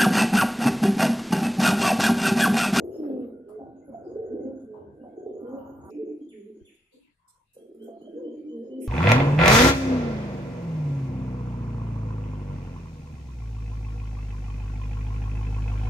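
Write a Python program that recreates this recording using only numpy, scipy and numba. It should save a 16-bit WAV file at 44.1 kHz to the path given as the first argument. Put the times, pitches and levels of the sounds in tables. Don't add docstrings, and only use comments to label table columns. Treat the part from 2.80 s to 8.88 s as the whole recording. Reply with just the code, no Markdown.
import sys
import numpy as np
from scipy import signal
from scipy.io import wavfile
from scipy.ndimage import uniform_filter1d
from numba import njit

SR = 44100
rng = np.random.default_rng(int(sys.argv[2]) if len(sys.argv) > 2 else 0)


def file_out(sig):
    cols = np.atleast_2d(sig).T
    lim = np.clip(cols, -1, 1)
    pcm = np.round(lim * 32767).astype(np.int16)
    wavfile.write(sys.argv[1], SR, pcm)


N = 268039
T = np.arange(N) / SR

MOVE_S, LEFT_LAG_SAMPLES, TOP_HZ = 3.11, 10, 15650
CROP_HZ = 1000
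THIRD_DB, THIRD_MOVED_DB = -21.5, -38
UPPER_DB, UPPER_MOVED_DB = -16.5, -39.5

# f/Hz, t60/s, relative level/dB
ROOM_BANDS = [(214, 0.65, 8), (359, 0.5, 6), (760, 0.46, 0.5), (1760, 0.39, -11), (2730, 0.78, -7),
              (10000, 0.74, -3.5)]
# f/Hz, left-right/dB
PORT_BALANCE = [(500, 2), (1200, 6), (4000, 4), (8000, -10), (12000, -8)]
# f/Hz, relative density/dB
AIR_SPECTRUM = [(30, 12.5), (42, 8), (60, -1), (110, -4.5), (250, -7.5), (500, -9.5), (900, -10),
                (1400, -17), (2400, -17.5), (3500, -24.5), (5200, -27.5), (7000, -24.5), (9000, -24),
                (11300, -16), (13000, -27.5), (15000, -40)]
# t/s, level/dB
HUM_LEVELS = [(0, -52.5), (.23, -68.5), (.42, -60.5), (.72, -74.5), (.85, -58.5), (1.05, -73.5), (1.1, -61),
              (1.67, -59.5), (1.89, -69.5), (2.05, -58.5), (2.34, -71), (3.08, -56.5), (3.12, -77),
              (4.2, -85.5), (6, -76)]
# start/s, end/s, period/s, level/dB
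CRICKET_BOUTS = [(-.065, .25, 0.16, -72), (0.953, 1.9, .158, -77), (2.357, 3.1, 0.16, -75.5),
                 (3.076, 4.05, .163, -80), (5.016, 6.01, 0.16, -79)]
# t/s, level/dB
STIR_LEVELS = [(0.0, -91), (0.32, -75.5), (0.52, -98.5), (1.59, -99.5), (2.03, -91), (4.03, -84),
               (4.5, -85), (5.28, -78), (6.08, -82)]
# t/s, length/s, start f/Hz, end f/Hz, level/dB, drop/dB
NARROW_CALLS = [(0.117, 0.29, 5284, 5280, -70.5, 19.5), (1.04, 0.16, 11040, 11350, -70.5, 19),
                (0.229, .2, 2620, 2625, -78.5, 3), (0.368, .14, 2150, 2160, -84.5, 1),
                (.4, .1, 3880, 3880, -86.5, 3), (0.708, 0.064, 2100, 2060, -82.5, 2),
                (1.0, 0.14, 2040, 2204, -84.5, -1.5), (1.36, 0.17, 1880, 1870, -84, -0.5),
                (1.57, .12, 2050, 2123, -84.5, 0), (2.271, 0.067, 2130, 2170, -85, 0),
                (2.447, 0.068, 3670, 3590, -86, 0), (2.652, 0.075, 3130, 3140, -82.5, 5),
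                (1.626, 0.063, 2834, 3040, -89, 2), (1.786, 0.052, 3500, 3500, -86, 2),
                (2.192, 0.067, 2800, 2910, -83.5, 4), (1.945, 0.072, 2900, 2940, -87.5, 5),
                (2.295, .03, 3300, 3330, -88, 1.5), (2.378, 0.046, 3250, 3248, -88.5, 4),
                (3.105, 0.071, 5300, 5240, -82, 4), (3.397, 0.081, 3230, 3200, -82, -5),
                (3.779, 0.07, 3150, 3210, -78, -2.5), (3.79, 0.042, 1604, 1560, -78, 8),
                (4.114, 0.07, 476, 487, -63, 3), (4.132, .16, 273, 276, -61.5, 6),
                (5.698, .25, 1045, 1035, -79.5, 4)]
# t/s, length/s, start f/Hz, end f/Hz, width/Hz, level/dB, drop/dB
BREATHY_NOTES = [(.5, 0.87, 1420, 1500, 130.3, -74, 0), (1.1, .2, 1337, 1403, 110, -73, 4),
                 (1.35, 1.074, 1522, 1545, 140, -74.5, 0), (1.66, 0.19, 1400, 1400, 110, -78, 3),
                 (4.116, 0.17, 968, 962, 160, -82.5, 1), (4.375, 0.26, 1050, 980, 169, -70.5, 4),
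                 (4.438, 0.15, 1450, 1410, 260, -83, 3.5), (5.36, 0.19, 1003, 970, 120, -75.5, 1.5)]
# t/s, length/s, f/Hz, width/Hz, level/dB, drop/dB
RUSTLES = [(.035, .47, 11700, 3700, -74, 10), (.105, .36, 2900, 500, -81, 1),
           (.232, .08, 1900, 760, -73, 9), (0, .5, 1015, 764, -73.5, -3), (.678, .07, 3520, 3020, -79, 14),
           (.68, .24, 1056, 650, -61.5, 21), (1.077, .79, 1138, 884, -73, 9.5),
           (1.235, .1, 4890, 503, -79, 1), (1.932, .22, 870, 319, -52.5, 17),
           (2.775, .2, 2930, 348, -78, 10), (2.596, .15, 11380, 500, -83.5, -4),
           (2.76, .23, 11970, 510, -81, -3.5), (3.04, .048, 11200, 6000, -74.5, -3),
           (3.1, .32, 2450, 480, -73, 7), (3.806, .016, 70, 60, -54, 1), (3.958, .35, 2450, 900, -75.5, 1),
           (4.113, .22, 3860, 1810, -71, 16.5), (4.12, .15, 9400, 7240, -77, 10),
           (5.075, .19, 1100, 576, -77.5, 0), (.14, .32, 3700, 900, -88, 3),
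           (5.5, .6, 4300, 1200, -89, 2.5), (6.004, .042, 10200, 4550, -58, -3.5),
           (6.0, .07, 14000, 3000, -68, -3), (6.008, .07, 2660, 1650, -69.5, -6),
           (5.994, .07, 6260, 2200, -72.5, -8.5)]
# t/s, f/Hz, level/dB
BUZZ_CONTOUR = [(2.539, 200.8, -67.5), (2.67, 203.3, -61.5), (2.78, 192.1, -59.5), (2.9, 198.8, -61),
                (3.0, 197.3, -60), (3.101, 196, -57)]
# t/s, start f/Hz, end f/Hz, level/dB
RISING_PEEPS = [(4.765, 3110, 3346, -75), (4.99, 2977, 3330, -67.5), (5.208, 2950, 3234, -61.5),
                (5.432, 2954, 3196, -64), (5.676, 2970, 3110, -64), (5.9, 2950, 3070, -64.5)]
# t/s, level/dB
FALLING_CHIRPS = [(3.488, -62), (3.85, -62.5)]
# t/s, level/dB, f/Hz, t60/s, left-right/dB
FLOOR_TICKS = [(0.684, -75, 9800, 0.3, -1), (1.798, -84, 7300, 0.18, 0), (3.099, -67.5, 5220, 0.05, -1),
               (3.864, -85.5, 11300, 0.42, -7), (3.9474, -76, 10430, 0.089, -12.5),
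               (4.476, -68, 8050, 0.35, -4), (4.73, -70, 9030, 0.46, -4.5), (4.94, -83, 10300, 0.38, -8),
               (5.015, -80.5, 8500, 0.36, -13.5), (5.034, -77.5, 11600, 0.24, -19.5),
               (5.212, -75, 9800, 0.094, 0)]
# ratio to its centre, relative level/dB
TICK_RINGS = [(.5, -13), (.72, -4.5), (1.01, 4), (1.3, -2), (1.65, -7.5)]
# t/s, left-right/dB
PIGEON_PAN = [(0, 0.5), (.5, -1), (1.6, -1), (2.2, -2), (2.9, -1.5), (4, -0.5), (5.2, -1.5), (6.08, -1)]
# t/s, level/dB, throat f/Hz
GROWL_SPELLS = [
    [(0, -37.5, 376.5), (.15, -42, 386.5), (.29, -32.5, 328.5), (.65, -53, 399), (.8, -50.5, 326.6),
     (1.07, -52, 296), (1.13, -50.5, 322), (1.41, -41, 452), (1.67, -41, 327.7), (1.89, -61.5, 354.3),
     (1.96, -49, 419.6), (2.17, -52.5, 327.5), (2.3, -51, 325), (2.49, -41.5, 425.5), (2.66, -43, 413.5),
     (2.8, -55.5, 406), (3.02, -50.5, 303.3), (3.3, -42.5, 329), (3.55, -69, 342), (3.7, -69, 373.3),
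     (3.93, -65.5, 356), (4.06, -100, 312)],
    [(4.745, -71.5, 490), (4.77, -52.5, 463), (4.98, -52.5, 324), (5.09, -44.5, 432), (5.17, -51.5, 341.5),
     (5.46, -40.5, 380.5), (5.7, -48.5, 325.7), (5.8, -47.5, 396), (6.08, -39.5, 333.5)],
]
# t/s, level/dB
FLOCK_GRUNTS = [(0, -56), (.22, -69.5), (.69, -66), (.79, -49.5), (1.12, -50.5), (1.67, -59), (1.94, -65.5),
                (2.231, -51), (2.74, -48), (3.12, -63.5), (3.28, -65.5), (4.759, -66), (5.07, -53),
                (5.45, -64.5)]
# t/s, level/dB, f/Hz
THROAT_PUFFS = [(0.039, -21.5, 391), (.07, -20, 368.6), (.196, -18.5, 327), (.386, -19.5, 270.5),
                (1.094, -28, 245), (1.142, -26, 698), (1.266, -22.5, 349.6), (1.355, -20, 431),
                (1.507, -23, 443), (1.536, -15.5, 317), (1.602, -21, 309), (1.65, -21.5, 266),
                (1.783, -31.5, 266), (1.828, -30.5, 246), (2.209, -27.5, 272), (2.374, -20, 376.5),
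                (2.437, -35, 383), (2.459, -16.5, 419.4), (2.522, -28.5, 389), (2.549, -35, 410),
                (2.61, -27.5, 277), (2.73, -27, 266), (3.113, -28.5, 412), (3.229, -17.5, 349),
                (3.411, -28, 304.4), (3.467, -28, 323), (3.537, -41, 413), (3.697, -31.5, 375),
                (3.765, -33.5, 350), (3.802, -36, 349), (4.765, -34, 506), (4.89, -33.5, 342),
                (4.918, -33.5, 380), (4.947, -39, 365), (5.217, -32.5, 230), (5.272, -31, 598),
                (5.337, -24, 307.6)]
# start/s, peak/s, end/s, f/Hz at each of the three,
# partial 1 level/dB, partial 2 level/dB, trill depth (0-1)
CHEST_COOS = [(.67, .76, 0.81, 208.3, 216.6, 202, -51.5, -39, 0.24),
              (.8, .812, 0.9, 262, 269.6, 264, -40.5, -53, 0.28),
              (1.08, 1.098, 1.126, 275, 271.7, 274, -42, -41.5, 0.11),
              (1.87, 1.93, 2.1, 218.5, 212.4, 206.2, -51.5, -40.5, 0.27),
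              (2.19, 2.25, 2.31, 257.5, 250, 256, -49, -44, 0.36),
              (3.1, 3.116, 3.116, 216.4, 215, 211, -48, -32.5, .1),
              (3.18, 3.21, 3.25, 214.3, 220.8, 212.6, -62.5, -31.5, .1),
              (3.26, 3.285, 3.34, 212.7, 210.8, 210, -61.5, -35, .2),
              (4.94, 5.03, 5.13, 224.8, 228.3, 222, -50.5, -58.5, .3)]
# start/s, peak/s, end/s, f/Hz at each, level/dB, trill depth (0-1)
ROLLING_COOS = [(0, .04, 0.4, 323, 359.4, 351, -38, 0.42), (.78, .794, 0.9, 703, 684, 717, -45, 0.6),
                (.79, .81, 0.96, 796, 797, 782, -46.5, 0.17),
                (1.138, 1.146, 1.205, 674, 686, 680, -38.5, 0.35),
                (1.26, 1.27, 1.29, 367, 369, 398, -30, 0.5),
                (1.32, 1.395, 1.57, 364.4, 435.7, 446, -33, 0.55),
                (1.49, 1.54, 1.8, 427.3, 426, 419, -35.5, 0.46),
                (1.25, 1.27, 1.29, 784, 778, 760, -48, 0.14),
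                (1.27, 1.36, 1.43, 495.6, 529.6, 560, -44, 0.53), (1.36, 1.4, 1.52, 757, 735, 660, -52, .3),
                (2.24, 2.255, 2.33, 766, 740, 685, -46.5, 0.28),
                (2.37, 2.44, 2.68, 339.3, 401, 420.5, -38.5, 0.86),
                (2.48, 2.495, 2.53, 421, 429, 372, -43.5, 0.54),
                (2.36, 2.385, 2.63, 769, 740, 716, -51, 0.3),
                (2.455, 2.465, 2.51, 780, 783, 760, -48, 0.21),
                (2.73, 2.77, 2.88, 771, 773, 762, -51.5, .3),
                (3.13, 3.17, 3.2, 303.7, 299.2, 290, -34.5, 0.2),
                (3.25, 3.33, 3.406, 299.8, 310.8, 314, -34, 0.78),
                (3.36, 3.44, 3.53, 322.3, 309.1, 297, -44, 0.62),
                (5.07, 5.11, 5.21, 669.6, 685, 678.5, -45, 0.041),
                (5.36, 5.405, 5.48, 366, 345, 351, -36, 0.44),
                (5.445, 5.46, 5.51, 309, 309.5, 310, -33, 0.18),
                (5.58, 5.605, 5.63, 323, 327, 318, -34, 0.11),
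                (5.63, 5.66, 5.73, 311, 310.3, 300, -33, 0.3),
                (5.93, 5.99, 6.07, 348.6, 339, 335, -43.5, 0.3),
                (5.995, 6.04, 6.12, 481, 410, 371, -42, .2), (5.0, 5.025, 5.11, 430.6, 414.3, 384, -45, .2)]
# t/s, f/Hz, partial 1 level/dB, partial 2 level/dB
ARCHING_COOS = [
    [(.17, 307.7, -43, -54), (.21, 308.2, -36, -49), (.27, 281.9, -33, -43), (.31, 268.5, -28.5, -37.5),
     (.37, 250.4, -34.5, -36.5), (.43, 234.5, -45.5, -42.5), (.52, 226.3, -51, -48)],
    [(1.49, 237, -47.5, -50), (1.53, 249.6, -39.5, -41.5), (1.6, 251, -42, -35), (1.655, 263.4, -36, -38.5),
     (1.7, 270, -41, -38), (1.76, 266.6, -54, -51.5), (1.83, 264, -55, -54)],
    [(2.6, 269, -54, -54), (2.634, 256.7, -37, -37), (2.67, 238.6, -52.5, -40.5), (2.71, 258, -38, -38.5),
     (2.75, 278.3, -33.5, -38.5), (2.79, 274.8, -48, -34.5), (2.82, 269.9, -48, -56.5),
     (2.88, 276.1, -45, -48), (2.95, 268, -56, -61)],
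    [(3.51, 226.2, -50.5, -65), (3.55, 212.3, -50.5, -47.5), (3.61, 197.7, -52.5, -41),
     (3.65, 206.9, -53, -46.5), (3.68, 221.8, -50, -49), (3.71, 206.5, -60.5, -47.5), (3.74, 200, -60, -59)],
    [(5.345, 228.2, -57, -46.5), (5.374, 240.7, -52, -33.5), (5.408, 261.2, -56, -35),
     (5.45, 232.6, -53.5, -35.5), (5.49, 240, -45.5, -44.5), (5.56, 237, -54, -51.5)],
    [(5.7, 241.3, -57, -54), (5.73, 238.9, -45, -40.5), (5.79, 224.8, -42.5, -38.5),
     (5.835, 248.8, -48.5, -44.5), (5.89, 260.2, -46.5, -44), (5.945, 258.7, -36, -39.5),
     (5.99, 264.8, -32, -48), (6.08, 251.7, -38, -56)],
]


def undb(db):
    return 10 ** (np.asarray(db) / 20)


def unit(x):
    return x / np.sqrt(np.mean(x ** 2))


def curve(table, at=T):
    return np.interp(at, *np.transpose(table))


def cycles(hz):
    return np.cumsum(hz) / SR


@njit
def svf(x, hz, width_hz):
    y, band_state, low_state = np.empty(len(x)), 0., 0.
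    for i in range(len(x)):
        g, damping = np.tan(np.pi * hz[i] / SR), width_hz / hz[i]
        v = (band_state + g * (x[i] - low_state)) / (1 + g * (g + damping))
        band_state = 2 * v - band_state
        low_state += 2 * g * v
        y[i] = damping * v
    return y


def band(x, hz, width_hz, stages=1):
    hz = np.clip(hz + np.zeros(len(x)), 20, .45 * SR)
    for _ in range(2 * stages):
        x = svf(x, hz, float(width_hz))
    return x


def walk(rate_hz, size=N):
    hold = int(SR / rate_hz)
    steps = np.repeat(rng.standard_normal(size // hold + 1), hold)
    return 1.3 * uniform_filter1d(uniform_filter1d(steps, hold), hold)[:size]


def fade(start_s, end_s, rise_s, fall_s):
    return np.clip(np.minimum((T - start_s) / rise_s, (end_s - T) / fall_s), 0, 1)


def burst(age_s, rise_s, t60_s, hold_s=0):
    return np.clip(age_s / rise_s, 0, 1) * undb(-60 * np.maximum(age_s - rise_s - hold_s, 0) / t60_s)


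def pan(x, db):
    return x * undb(np.multiply.outer([.5, -.5], np.atleast_1d(db)))


def patchy(centres_hz, gains, flicker_db, rate_hz, rel_width):
    out = np.zeros((2, N))
    for hz, gain in zip(centres_hz, gains):
        mid, side = (band(n, hz, hz * rel_width) for n in rng.standard_normal((2, N)))
        side *= np.clip(hz / 900, .35, 1)
        ports = pan(np.array([mid + side, mid - side]), curve(PORT_BALANCE, hz))
        out += gain * undb(flicker_db * walk(rate_hz)) * ports
    return unit(out)


def strands(hz, width_hz, size):
    count = int(np.clip(width_hz // 260, 1, 6))
    offsets = (np.arange(count) + .5 + (count > 1) * rng.uniform(-.4, .4, count)) / count - .5
    ring_width_hz = width_hz * (1.4 if count == 1 else 2 / count)
    spread_db = 2.2 if count == 1 else 4
    out = np.zeros((2, size))
    for offset in offsets:
        centre_hz = hz + .9 * offset * width_hz
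        ring = [unit(band(n, centre_hz, ring_width_hz, stages=2)) for n in rng.standard_normal((2, size))]
        out += np.array(ring) * undb(spread_db * walk(26, size))
    return out / np.sqrt(count)


def room(x, direct_db, tail_db):
    t = T[:SR // 2]
    tail = np.zeros((2, len(t)))
    for hz, t60_s, db in ROOM_BANDS:
        shared, left, right = (band(n, hz, hz) for n in rng.standard_normal((3, len(t))))
        alike = min(250 / hz, 1)
        decay = undb(-60 * t / t60_s) * np.clip(t / .0045 - .5, 0, 1)
        ports = (alike * shared + (1 - 1.13 * alike) * np.array([left, right])) * decay
        tail += undb(db) * ports / np.sqrt(np.sum(ports ** 2) / 2) * np.sqrt(hz / 10000)
    direct = np.array([np.roll(x, LEFT_LAG_SAMPLES), x])
    wet = signal.fftconvolve(x[None], tail, axes=1)[:, :N]
    return undb(direct_db) * direct + undb(tail_db) * wet


def still_air(level_db=-80):
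    hz = np.geomspace(25, 13000, 32)
    knots_hz, knots_db = np.transpose(AIR_SPECTRUM)
    gains = undb(np.interp(np.log(hz), np.log(knots_hz), knots_db))
    return undb(level_db) * patchy(hz, gains, flicker_db=4, rate_hz=16, rel_width=.2)


def motor_hum():
    mid, side, high = rng.standard_normal((3, N))
    low = np.array([unit(band(mid + k * side, 85, 76, stages=2)) for k in (.3, -.3)])
    hum = low + undb(-.5) * unit(band(high, 140, 72))
    return pan(hum, 4) * undb(curve(HUM_LEVELS))


def cricket():
    ring = np.array([unit(band(n, 6720, 140)) for n in rng.standard_normal((2, N))])
    level = np.zeros(N)
    for start_s, end_s, period_s, db in CRICKET_BOUTS:
        last_s = start_s + period_s * ((end_s - start_s) // period_s)
        age_s = np.where(T > end_s, T - last_s, (T - start_s) % period_s)
        level += undb(db) * burst(age_s, rise_s=.038, t60_s=.29, hold_s=.028) * (T > start_s)
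    return pan(ring, .55) * level


def feather_stir():
    hz = np.geomspace(1300, 6000, 22)
    stir = patchy(hz, (hz / 1700) ** -1.2, flicker_db=7.5, rate_hz=11, rel_width=.08)
    return stir * undb(curve(STIR_LEVELS))


def noise_notes(notes, rise_s):
    out = np.zeros((2, N))
    for start_s, length_s, start_hz, end_hz, width_hz, db, drop_db in notes:
        now = slice(int(start_s * SR), int((start_s + length_s) * SR) + SR // 10)
        progress = np.clip((T[now] - start_s) / length_s, 0, 1)
        hz = start_hz + (end_hz - start_hz) * progress
        gate = fade(start_s, start_s + length_s + .053, rise_s, .063)[now]
        ports = pan(strands(hz, width_hz, len(hz)), curve(PORT_BALANCE, start_hz))
        out[:, now] += undb(db - drop_db * progress) * gate * ports
    return out


def far_calls():
    notes = [(start_s, length_s, start_hz, end_hz, 87 + .0087 * start_hz, db, drop_db)
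             for start_s, length_s, start_hz, end_hz, db, drop_db in NARROW_CALLS]
    return noise_notes(notes, rise_s=.03)


def breathy_notes():
    return noise_notes(BREATHY_NOTES, rise_s=.03)


def rustles():
    notes = [(start_s, length_s, hz, hz, *rest) for start_s, length_s, hz, *rest in RUSTLES]
    return noise_notes(notes, rise_s=.015)


def buzzy_call():
    knots_s, hz, db = np.transpose(BUZZ_CONTOUR)
    turns = cycles(np.interp(T, knots_s, hz) * (1 + .018 * walk(50)))
    pulses = unit(np.diff(np.floor(turns), prepend=0))
    source = pulses + .65 * rng.standard_normal(N)
    throat = unit(band(source, 900, 620, stages=2) + undb(-.5) * band(source, 1350, 330, stages=2))
    level = undb(np.interp(T, knots_s, db) + 2 * walk(14))
    return throat * level * fade(knots_s[0], knots_s[-1] + .0092, .12, .012)


def bird_peeps(length_s=.075):
    out = np.zeros(N)
    for start_s, start_hz, end_hz, db in RISING_PEEPS:
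        hz = np.interp(T, [start_s, start_s + .9 * length_s], [start_hz, end_hz])
        hz *= 1 + .004 * walk(80)
        level = undb(db + 2.5 * walk(60)) * fade(start_s, start_s + length_s, .02, .027)
        out += level * np.sin(2 * np.pi * cycles(hz))
    return out


def bird_chirps():
    out = np.zeros(N)
    for start_s, db in FALLING_CHIRPS:
        hz = np.interp(T - start_s, [0, .012, .049], [3560, 3400, 1650])
        phase = 2 * np.pi * cycles(hz)
        overtones = undb(-4.5) * np.sin(2 * phase) + undb(-6) * np.sin(3 * phase)
        onset = fade(start_s, start_s + .014, .0023, .0097)
        body = fade(start_s - .004, start_s + .051, .018, .0091) * undb(2.5 * walk(150))
        out += undb(db) * (body * np.sin(phase) + onset * overtones)
    return out


def claw_ticks():
    out, t = np.zeros((2, N)), T[:SR // 3]
    for start_s, db, hz, t60_s, pan_db in FLOOR_TICKS:
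        at = int(start_s * SR)
        grit = undb(1.5 * walk(160, len(t)))
        for ratio, ring_db in TICK_RINGS:
            envelope = np.clip(t / .0089, 0, 1) * undb(-60 * t * ratio ** .37 / t60_s)
            centre_hz = min(ratio * hz, 12800)
            scrape = strands(centre_hz, .3 * centre_hz, len(t))
            out[:, at:at + len(t)] += undb(db + ring_db) * grit * envelope * pan(scrape, pan_db)
    return out


def flock_growl(pulses_per_s=1500):
    mid, side = (rng.random((2, N)) < pulses_per_s / SR) * rng.standard_normal((2, N))
    knots_s, *columns = np.transpose(np.concatenate(GROWL_SPELLS))
    db, hz = (np.interp(T, knots_s, column) for column in columns)
    gate = sum(fade(spell[0][0] - .01, spell[-1][0] + .097, .014, .019) for spell in GROWL_SPELLS)
    grunts = sum(undb(grunt_db) * burst(T - start_s, rise_s=.0062, t60_s=.66)
                 for start_s, grunt_db in FLOCK_GRUNTS)
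    upper_gain = undb(db + np.where(T < MOVE_S, UPPER_DB, UPPER_MOVED_DB)) + grunts
    out = []
    for pulses in (np.roll(mid, LEFT_LAG_SAMPLES) + .3 * side, mid - .3 * side):
        throat = unit(band(pulses, hz, 400, stages=3))
        chest = undb(-11.5) * unit(band(pulses, 245, 100, stages=2))
        upper = unit(band(band(pulses, 700, 470), 606, 350))
        out.append(gate * (undb(db) * (throat + chest) + upper_gain * upper))
    return np.array(out)


def throat_puffs(t60_s=.051):
    out, t = np.zeros(N), T[:SR // 5]
    envelope = (1 - np.exp(-t / .0022)) ** 2 * undb(-60 * t / t60_s)
    for start_s, db, hz in THROAT_PUFFS:
        at = int(start_s * SR)
        out[at:at + len(t)] += undb(db) * envelope * np.sin(2 * np.pi * hz * t)
    return out


def chest_tone(hz, partials_db):
    phase = 2 * np.pi * cycles(hz)
    return np.sqrt(2) * sum(undb(db) * np.sin(k * phase) for k, db in enumerate(partials_db, 1))


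def throat_flutter(rate_hz, jitter):
    return np.cos(np.pi * cycles(rate_hz * (1 + jitter * walk(16)))) ** 2


def short_coos(coos, trill_hz, wobble, swell_db, drop_db):
    out = np.zeros(N)
    waver = 1 + wobble * walk(60) + .011 * walk(14)
    flutter = throat_flutter(trill_hz, jitter=.15)
    for start_s, peak_s, end_s, start_hz, peak_hz, end_hz, *partials_db, depth in coos:
        if len(partials_db) == 2:
            third_db = THIRD_DB if start_s < MOVE_S - .05 else THIRD_MOVED_DB
            partials_db.append(partials_db[1] + third_db)
        now = slice(max(int((start_s - .01) * SR), 0), int(end_s * SR))
        knots_s = [start_s, peak_s, end_s]
        hz = np.interp(T[now], knots_s, [start_hz, peak_hz, end_hz]) * waver[now]
        swell = undb(np.interp(T[now], knots_s, [-swell_db, 0, -drop_db]))
        gate = fade(start_s - .004, end_s, .0055, .032)[now]
        out[now] += chest_tone(hz, partials_db) * swell * (1 - depth * flutter[now]) * gate
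    return out


def long_coos(trill_hz=49, depth=.28):
    out = np.zeros(N)
    waver = 1 + .005 * walk(60) + .006 * walk(20)
    trill = 1 - depth * throat_flutter(trill_hz, jitter=.16)
    for coo in ARCHING_COOS:
        knots_s, *columns = np.transpose(coo)
        now = slice(int(knots_s[0] * SR), int(knots_s[-1] * SR))
        hz, first_db, second_db = (np.interp(T[now], knots_s, column) for column in columns)
        third_db = second_db + (THIRD_DB if knots_s[0] < MOVE_S else THIRD_MOVED_DB)
        tone = chest_tone(hz * waver[now], (first_db, second_db, third_db))
        out[now] += tone * (trill * fade(knots_s[0], knots_s[-1], .01, .0081))[now]
    return out


def near_pigeons():
    chest = short_coos(CHEST_COOS, trill_hz=45, wobble=.0026, swell_db=6.5, drop_db=10)
    rolls = short_coos(ROLLING_COOS, trill_hz=36, wobble=.0037, swell_db=10, drop_db=13)
    crop = signal.butter(4, (172, CROP_HZ), "band", fs=SR, output="sos")
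    return signal.sosfilt(crop, chest + rolls + long_coos() + throat_puffs())


def scene():
    coos = room(near_pigeons(), direct_db=-1.5, tail_db=-13)
    chirps = room(bird_chirps(), direct_db=0, tail_db=8.5)
    peeps = room(bird_peeps(), direct_db=0, tail_db=3)
    before_move = np.clip((MOVE_S - T) / .01, 0, 1)
    buzz = room(buzzy_call(), direct_db=-2, tail_db=-.5) * before_move
    pigeons = pan(coos + flock_growl(), curve(PIGEON_PAN))
    faint = claw_ticks() + far_calls() + breathy_notes() + rustles()
    background = cricket() + motor_hum() + still_air() + feather_stir()
    return background + faint + buzz + peeps + chirps + pigeons


def record(dry):
    return signal.sosfilt(signal.ellip(8, .2, 70, TOP_HZ, fs=SR, output="sos"), dry)


dry = scene()
out = record(dry)
file_out(out)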